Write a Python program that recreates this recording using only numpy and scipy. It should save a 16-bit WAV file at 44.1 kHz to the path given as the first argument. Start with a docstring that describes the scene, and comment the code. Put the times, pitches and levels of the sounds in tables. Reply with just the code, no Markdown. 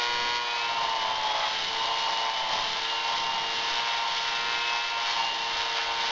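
"""At a workbench, close to a mono camera microphone: a mains-powered rotary tool grinds a small
piece of wood held in the hand. It runs free for a moment, then the bit bites and the shaft slows
whenever it is pressed harder. Every sound of the motor throbs with the mains. The camera samples
slowly, so the commutator's whistle folds down to a whine that climbs as the motor slows."""
import sys
import numpy as np
from scipy import signal
from scipy.fft import rfft, irfft, next_fast_len
from scipy.io import wavfile
from scipy.ndimage import map_coordinates

SR = 44100
rng = np.random.default_rng(int(sys.argv[2]) if len(sys.argv) > 2 else 0)


def pcm_store(signal):
    """Save signal as 16-bit PCM."""
    levels = np.round(np.clip(np.atleast_2d(signal), -1, 1) * 32767)
    wavfile.write(sys.argv[1], SR, levels.astype(np.int16).T)


N = 269436
TIME = np.arange(N) / SR
THROB_HZ = 119.95  # two peaks of current per mains cycle
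FREE_HZ, INERTIA_S = 477.9, 0.464  # the shaft's free speed and the time it takes to follow the load


# Beats in the cut. Each row: shaft order, mains sideband, relative level in dB.
GROWL_BEATS = [(1, 1, -7.5), (1, 2, 0), (1, 3, -3.5), (1, 4, -1), (1, 5, -7), (2, -2, -6.5), (2, -1, -7.5),
               (2, 1, -3.5), (2, 4, -15.5)]

def growl(shaft, mains, contact, force, grind_db):
    """Nearest the microphone, surges of torque beat against the bit's strokes, which slip a little."""
    slip = shaft + 0.14 * contact * wobble(10)
    strokes = 0
    for order, side, db in GROWL_BEATS:
        phase = order * slip + side * mains + 1.12 * wobble(3) + rng.uniform(-np.pi, np.pi)
        strokes += amp(db) * np.cos(phase)
    roughness = 1 + 0.33 * contact * wobble(90)
    return amp(grind_db - 11 + 3.6 * contact + 0.68 * force) * unit(strokes * roughness)


# Resonances of the wood and tool in the hands. 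Each row: pitch in Hz, width in Hz, relative gain in dB.
WOOD_MODES = [(723, 103, -7.5), (848, 49, 1.5), (1029, 76, 2), (1162, 44, -10)]

def wood_ring(shaft, mains, force, airborne, grind_db):
    """The scraping bit rings the workpiece through resonances with steep skirts."""
    def response(hz):
        return sum(amp(db) * (2j * hz * width / (pitch ** 2 - hz ** 2 + 2j * hz * width)) ** 2
                   for pitch, width, db in WOOD_MODES)

    grains = scrape(shaft, mains, throb_db=1.5, turn_db=4, grit_db=2.5)
    return amp(grind_db - 6.5 - 0.47 * force - 1.4 * airborne) * unit(filtered(grains, response))


# The grit's spectrum. Each row: frequency in Hz, relative level in dB.
RASP_SPECTRUM = [(300, -49), (520, -9.5), (800, -1), (1200, -4), (1800, -1), (2400, -2.5), (3000, -9),
                 (4000, -10.5), (6000, -39)]
# Rough patches in the wood. Each row: centre and half-width in seconds, boost in dB.
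ROUGH_PATCHES = [(1.44, 0.044, 3), (5.1, 0.042, 3.5), (5.79, 0.035, 6)]

def rasp(shaft, mains, force, airborne, treble_db):
    """The grit rasps over the wood, following part of each swing in the treble."""
    level_db = -39 + force - 2.9 * airborne + swells(ROUGH_PATCHES)
    level_db += 0.6 * (treble_db - treble_db.mean())
    grains = scrape(shaft, mains, throb_db=-1, turn_db=0.5, grit_db=3)
    return amp(level_db) * unit(coloured(grains, RASP_SPECTRUM))


# The unbalance hum. Each row: time in seconds, relative level in dB.
HUM_LEVELS = [(0.0, -42), (0.68, -49), (0.76, -59), (0.83, -49), (1.16, -56.5), (1.26, -50.5), (1.56, -57),
              (1.75, -48), (2.28, -51), (2.45, -66), (2.87, -48.5), (3.37, -55.5), (3.47, -47.5),
              (4.02, -55.5), (4.58, -47), (5.04, -55), (5.07, -51.5), (6.11, -47.5)]
# Four bands in relative dB: one mains sideband below a shaft order, on it, one above, two above.
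HUM_BANDS_DB, HOWL_BANDS_DB = (-9.5, 0.5, -9, -15), (-13.5, 0.5, -6.5, -13.5)

def motor(shaft, mains, contact, speed, howl_db):
    """The unbalanced shaft hums, howls an octave higher and shakes the housing."""
    flutter = 0.05 + 0.25 * contact ** 2
    chattering = shaft + 0.055 * contact ** 3 * wobble(45)  # smears the high orders most
    hum_db, = curves(HUM_LEVELS, TIME)
    hum = partials(shaft, mains, HUM_BANDS_DB, drift_db=1.16, flutter=0.5 * flutter, scatter=0.94)
    howl_gain = amp(howl_db + 0.47) * (1 + 0.22 * contact * wobble(70))
    howl = partials(2 * chattering, mains, HOWL_BANDS_DB,
                    drift_db=1, flutter=0.18 * flutter, scatter=0.58)
    shake = housing(chattering, mains, contact, speed, flutter)
    return amp(hum_db - 1.16) * hum + howl_gain * howl + shake


# The free knock, the loaded buzz and the higher whir. Each row: shaft order, then relative levels
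# in dB one mains sideband below, on the order, one above and two above.
KNOCK_ORDERS = [(3, -54, -40, -60, -46.5), (4, -47, -47, -42.5, -46.5), (5, -45.5, -48, -50.5, -56.5),
                (6, -49, -46.5, -41, -52), (7, -43, -50.5, -48.5, -52), (8, -44, -46.5, -48.5, -54.5),
                (9, -56.5, -45, -47.5, -50.5), (10, -47, -56.5, -58.5, -57), (11, -53, -50, -54.5, -66)]
BUZZ_ORDERS = [(3, -52.5, -46.5, -50.5, -53), (4, -48, -52.5, -52.5, -52), (5, -50, -49.5, -52.5, -58.5)]
WHIR_ORDERS = [(6, -59.5, -48.5, -48.5, -46.5), (7, -54, -49, -49, -54.5), (8, -51.5, -50, -49, -55),
               (9, -57.5, -52, -51, -51.5), (10, -62, -51.5, -57, -58)]
# The housing's response. Each row: speed in turns per second, buzz gain in dB, whir gain in dB.
HOUSING_GAINS = [(430, 0, -4), (430, -2.5, -0.5), (461, -3.5, 0), (457.2, 0, 1), (468, 1.5, -1),
                 (473, -3.5, -1)]

def housing(shaft, mains, contact, speed, flutter):
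    """The tool knocks once a turn when free, and buzzes and whirs once the bit chatters on the wood."""
    def orders(table, drift_db, scatter):
        return sum(partials(order * shaft, mains, bands, drift_db, flutter, scatter)
                   for order, *bands in table)

    buzz_db, whir_db = curves(HOUSING_GAINS, speed)
    knock = amp(0.5) * orders(KNOCK_ORDERS, drift_db=1.1, scatter=0.48)
    buzz = amp(buzz_db) * orders(BUZZ_ORDERS, drift_db=2.5, scatter=1)
    whir = amp(whir_db) * orders(WHIR_ORDERS, drift_db=1.5, scatter=1)
    # the free knock gives way to buzz and whir as the bit meets the wood
    biting = np.interp(TIME, [0.37, 0.47], [0, 1])
    hand_damping = amp(4.7 - 6.5 * contact)
    return (1 - biting) * knock + biting * hand_damping * (buzz + whir)


# Resonances the whistle slides through. Each row: speed in turns per second, base level in dB.
WHISTLE_LEVELS = [(428, -40), (440, -40.5), (450, -41), (455, -36), (457, -38), (459, -40.5),
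                  (462.5, -42.5), (468, -37.5), (475, -39), (478, -43.5)]
# Brief dips in the whistle. Each row: centre and half-width in seconds, change in dB.
WHISTLE_DIPS = [(0.8, 0.022, -12), (0.96, 0.025, -6), (1.39, 0.07, -2), (1.77, 0.025, -3), (2.0, 0.04, -3),
                (2.53, 0.07, -1), (2.8, 0.06, -5), (3.17, 0.025, -7), (4.14, 0.09, -7), (5.14, 0.05, -5),
                (5.37, 0.029, -7)]

def commutator(shaft, mains, contact, speed, bars=18):
    """The bars pass under the brushes in a thin whistle, louder at each peak of the current."""
    base_db, = curves(WHISTLE_LEVELS, speed)
    current = 1 + 0.077 * np.cos(mains) + 0.25 * np.cos(2 * mains)
    waver = 0.36 * contact ** 2 * wobble(40)
    level_db = base_db + swells(WHISTLE_DIPS) + 2 * contact * wobble(20)
    return amp(level_db) * unit(current * np.cos(bars * shaft + waver))


# The brushes' spectrum. Each row: frequency in Hz, relative level in dB.
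BRUSH_SPECTRUM = [(1000, -43.5), (2000, -1.5), (2600, -11), (2780, -3.5), (3100, 2.5), (3500, -0.5),
                  (3800, 2), (4080, -5.5), (4400, -1), (4750, -8), (5000, -3.5), (5500, -6), (6500, -22.5),
                  (9000, -56)]

def brushes(shaft, mains, airborne, treble_db, sparks_per_s=200):
    """The brushes hiss and spark; the sparks crowd at the peaks of the current."""
    grains = scrape(shaft, mains, throb_db=-1.5, turn_db=-0.5, grit_db=-0.5)
    hiss = amp(treble_db - 0.1 - 6.2 * airborne) * unit(coloured(grains, BRUSH_SPECTRUM))
    strikes = rng.random(N) < sparks_per_s / SR * (1 + np.cos(mains))
    sparks = unit(coloured(strikes * rng.uniform(-1.02, 1, N), BRUSH_SPECTRUM))
    return hiss + amp(treble_db - 7.5 - 2.5 * airborne) * sparks


# The rise and fall of the hiss. Each row: time in seconds, base level in dB.
TREBLE_LEVELS = [(0.03, -29), (0.08, -33.5), (0.36, -31.5), (0.39, -37), (0.88, -36.5), (1.22, -36.5),
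                 (1.47, -33.5), (1.62, -33.5), (1.88, -36.5), (2.0, -34.3), (2.43, -36.5), (2.56, -33),
                 (3.05, -36.5), (3.17, -33), (3.29, -37), (3.6, -34), (3.97, -34), (4.05, -38.5),
                 (4.14, -33), (4.95, -36.5), (5.1, -33.3), (5.28, -36), (5.78, -33.5), (5.88, -37.5),
                 (6.0, -33)]

def treble_level(contact):
    """The treble's level in dB flickers as the bit rides over the grain."""
    base_db, = curves(TREBLE_LEVELS, TIME)
    return base_db + 0.76 * contact * wobble(13) + 0.5 * contact * wobble(60)


# The bit is pressed to the wood. Each row: start and release in seconds, peak load as the turns
# per second it would cost, grinding change in dB, howl change in dB.
BIT_PRESSES = [(0.41, 1.345, 74.7, 0.6, -0.15), (1.751, 2.562, 52, 0.5, 1), (2.995, 3.364, 34.6, -0.5, 1.5),
               (3.744, 4.071, 28.6, 0.5, 2), (4.601, 5.252, 30.2, -0.5, -0.5),
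               (5.447, 5.714, 24.2, 0, -0.5), (5.812, 5.939, 32, 1.5, -1)]
# It catches in the grain. Each row: centre and half-width in seconds, grinding and howl changes in dB.
BIT_CATCHES = [(0.88, 0.12, 2, 3.5), (1.086, 0.07, 2.5, 1), (1.285, 0.067, -1.5, 5),
               (1.43, 0.078, 6.5, 2.5), (1.885, 0.054, 7, 2), (2.09, 0.038, 6, 2), (2.23, 0.062, 4, 1.5),
               (2.597, 0.12, 3, 1.5), (3.114, 0.041, 4.5, 0.5), (4.741, 0.032, 4, 3.5), (4.985, 0.04, 4, 2),
               (5.205, 0.035, 3, 6.5), (5.914, 0.025, 3.5, 2), (6.03, 0.094, -0.5, 4)]
# It skates and the howl drops out. Each row: centre and half-width in seconds, howl change in dB.
BIT_SKATES = [(0.435, 0.042, -2.5), (1.61, 0.096, -4), (1.875, 0.019, -6.5), (2.79, 0.12, -3.5),
              (4.87, 0.034, -5), (5.535, 0.027, -5), (5.83, 0.044, 0)]

def hands(land_s=0.04, ease_s=0.108, settle_s=0.2, brushing_load=4, firm_load=47):
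    """Each press lands, builds and eases off; in between, the bit still brushes the wood."""
    since_touch = TIME - BIT_PRESSES[0][0]
    landed = np.clip(since_touch / land_s, 0, 1)
    load = brushing_load * landed
    grind_db = -36.5
    howl_db = -39 + 3 * (1 - landed)  # stronger while the bit spins in the air
    for start, release, peak_load, press_grind_db, press_howl_db in BIT_PRESSES:
        corners = [start, start + land_s, release, release + ease_s]
        load += peak_load * np.interp(TIME, corners, [0, 0.25, 1, 0])
        held = np.interp(TIME, corners, [0, 1, 1, 0])
        grind_db += press_grind_db * held
        howl_db += press_howl_db * held
    force = load / firm_load
    settled = np.clip(since_touch / settle_s, 0, 1)
    contact = np.clip(settled * (0.64 + 0.36 * force), 0, 1)
    catch_grind_db = swells([(s, width, db) for s, width, db, _ in BIT_CATCHES], steepness=3)
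    catch_howl_db = swells([(s, width, db) for s, width, _, db in BIT_CATCHES], steepness=2.7)
    skate_db = swells(BIT_SKATES, steepness=6.1)
    grind_db += 2.8 * force + catch_grind_db + 0.19 * skate_db + 0.5 * wobble(14)
    howl_db += 2.5 * force + catch_howl_db + skate_db + 0.5 * contact * wobble(22)
    return load, force, contact, grind_db, howl_db


# Spectra of the room, the cut's shudder and the bench. Each row: frequency in Hz, relative level in dB.
ROOM_SPECTRUM = [(15, 11.5), (30, -2), (60, -4.5), (150, -1.5), (280, -1.5), (500, 2.5), (2000, -33.5),
                 (6000, -48.5)]
SHUDDER_SPECTRUM = [(30, -12.5), (70, -6), (130, -4), (250, -6), (450, -10.5), (900, -36.5)]
BENCH_SPECTRUM = [(15, -13), (35, 3.5), (55, 8), (90, -9), (200, -24.5)]
# Arms against the bench. Each row: centre in seconds, level in dB, half-width in seconds.
ARM_BUMPS = [(5.568, -54.5, 0.068), (5.674, -62.5, 0.052), (5.898, -53, 0.057)]

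def workshop(grind_db):
    """Under the tool the bench shudders and takes a few soft bumps; farther off, the room rumbles."""
    room = amp(-51.5 + 2.4 * wobble(5.3)) * noise(ROOM_SPECTRUM)
    shudder = amp(grind_db - 31.5 + 2 * wobble(11)) * noise(SHUDDER_SPECTRUM)
    bumps = sum(amp(db) * np.exp(-((TIME - s) / width) ** 2) for s, db, width in ARM_BUMPS)
    return room + shudder + bumps * noise(BENCH_SPECTRUM)


def scrape(shaft, mains, throb_db, turn_db, grit_db):
    """Noise in grains, pulsing with the mains and with the shaft."""
    white = rng.standard_normal(N)
    return white * amp(throb_db * np.cos(mains) + turn_db * np.cos(shaft) + grit_db * wobble(1500))


def partials(angle, mains, bands_db, drift_db, flutter, scatter):
    """A shaft order and its mains sidebands drift as the hands move; low scatter gives sharp pulses."""
    tone = np.zeros(N)
    for side, db in enumerate(bands_db, start=-1):
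        phase = angle + side * mains + scatter * rng.uniform(-np.pi, np.pi)
        gain = amp(db + drift_db * wobble(3.83))
        tone += gain * (np.cos(phase) + flutter * wobble(55) * np.sin(phase))
    return np.sqrt(2) * tone


def amp(db):
    """Decibels to gain."""
    return 10 ** (np.asarray(db) / 20)


def unit(x):
    """x at rms 1."""
    return x / np.sqrt(np.mean(x ** 2) + 1e-20)


def curves(rows, at):
    """Each later column, interpolated along the first."""
    axis, *columns = np.transpose(rows)
    return [np.interp(at, axis, column) for column in columns]


def swells(rows, steepness=2):
    """A sum of swells in dB: bell-shaped, or flat-topped when steeper."""
    return sum(db * np.exp(-np.abs((TIME - s) / width) ** steepness) for s, width, db in rows)


def wobble(rate):
    """A smooth random curve, rate knots a second."""
    knots = rng.standard_normal(int(N * rate / SR) + 4)
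    coarse = np.arange(0, N + 32, 32)
    return np.interp(np.arange(N), coarse, map_coordinates(knots, [coarse * rate / SR]))


def filtered(x, response):
    """x through a complex response of frequency."""
    size = next_fast_len(N + SR // 2)
    return irfft(rfft(x, size) * response(np.fft.rfftfreq(size, 1 / SR)), size)[..., :N]


def coloured(x, spectrum):
    """x through a spectrum of (Hz, dB) points on a log axis."""
    points_hz, db = np.transpose(spectrum)
    return filtered(x, lambda hz: amp(np.interp(np.log(hz + 1), np.log(points_hz), db)))


def noise(spectrum):
    """Coloured noise at rms 1."""
    return unit(coloured(rng.standard_normal(N), spectrum))


def scene():
    """The load slows the shaft; shaft angle, mains phase and contact drive every part of the tool."""
    load, force, contact, grind_db, howl_db = hands()
    airborne = np.clip(1 - 2 * contact, 0, 1)  # running free, tones carry most of the sound
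    step = 1 / (INERTIA_S * SR)
    speed = FREE_HZ - signal.lfilter([step], [1, step - 1], load)
    shaft = 2 * np.pi * np.cumsum(speed) / SR
    mains = 2 * np.pi * THROB_HZ * TIME
    tool = motor(shaft, mains, contact, speed, howl_db) + commutator(shaft, mains, contact, speed)
    treble_db = treble_level(contact)
    tool += growl(shaft, mains, contact, force, grind_db)
    tool += wood_ring(shaft, mains, force, airborne, grind_db)
    tool += rasp(shaft, mains, force, airborne, treble_db)
    tool += brushes(shaft, mains, airborne, treble_db)
    return np.tile(tool + workshop(grind_db), (2, 1))


# The camera's playback filter. Each row: frequency in Hz, gain in dB.
CAMERA_RESPONSE = [(4300, 0), (5000, 1.5), (5500, -4), (6000, -5.5), (6500, -13.5), (7000, -23),
                   (7500, -36.5)]
SAMPLE_STRIDE, TOP_HZ = 4, 7600

def record(dry):
    """The camera keeps every fourth sample from its microphone: treble folds down, images leak out."""
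    sampled = SAMPLE_STRIDE * dry * (np.arange(N) % SAMPLE_STRIDE == 0)
    return filtered(coloured(sampled, CAMERA_RESPONSE), lambda hz: hz < TOP_HZ)


dry = scene()
out = record(dry)
pcm_store(out)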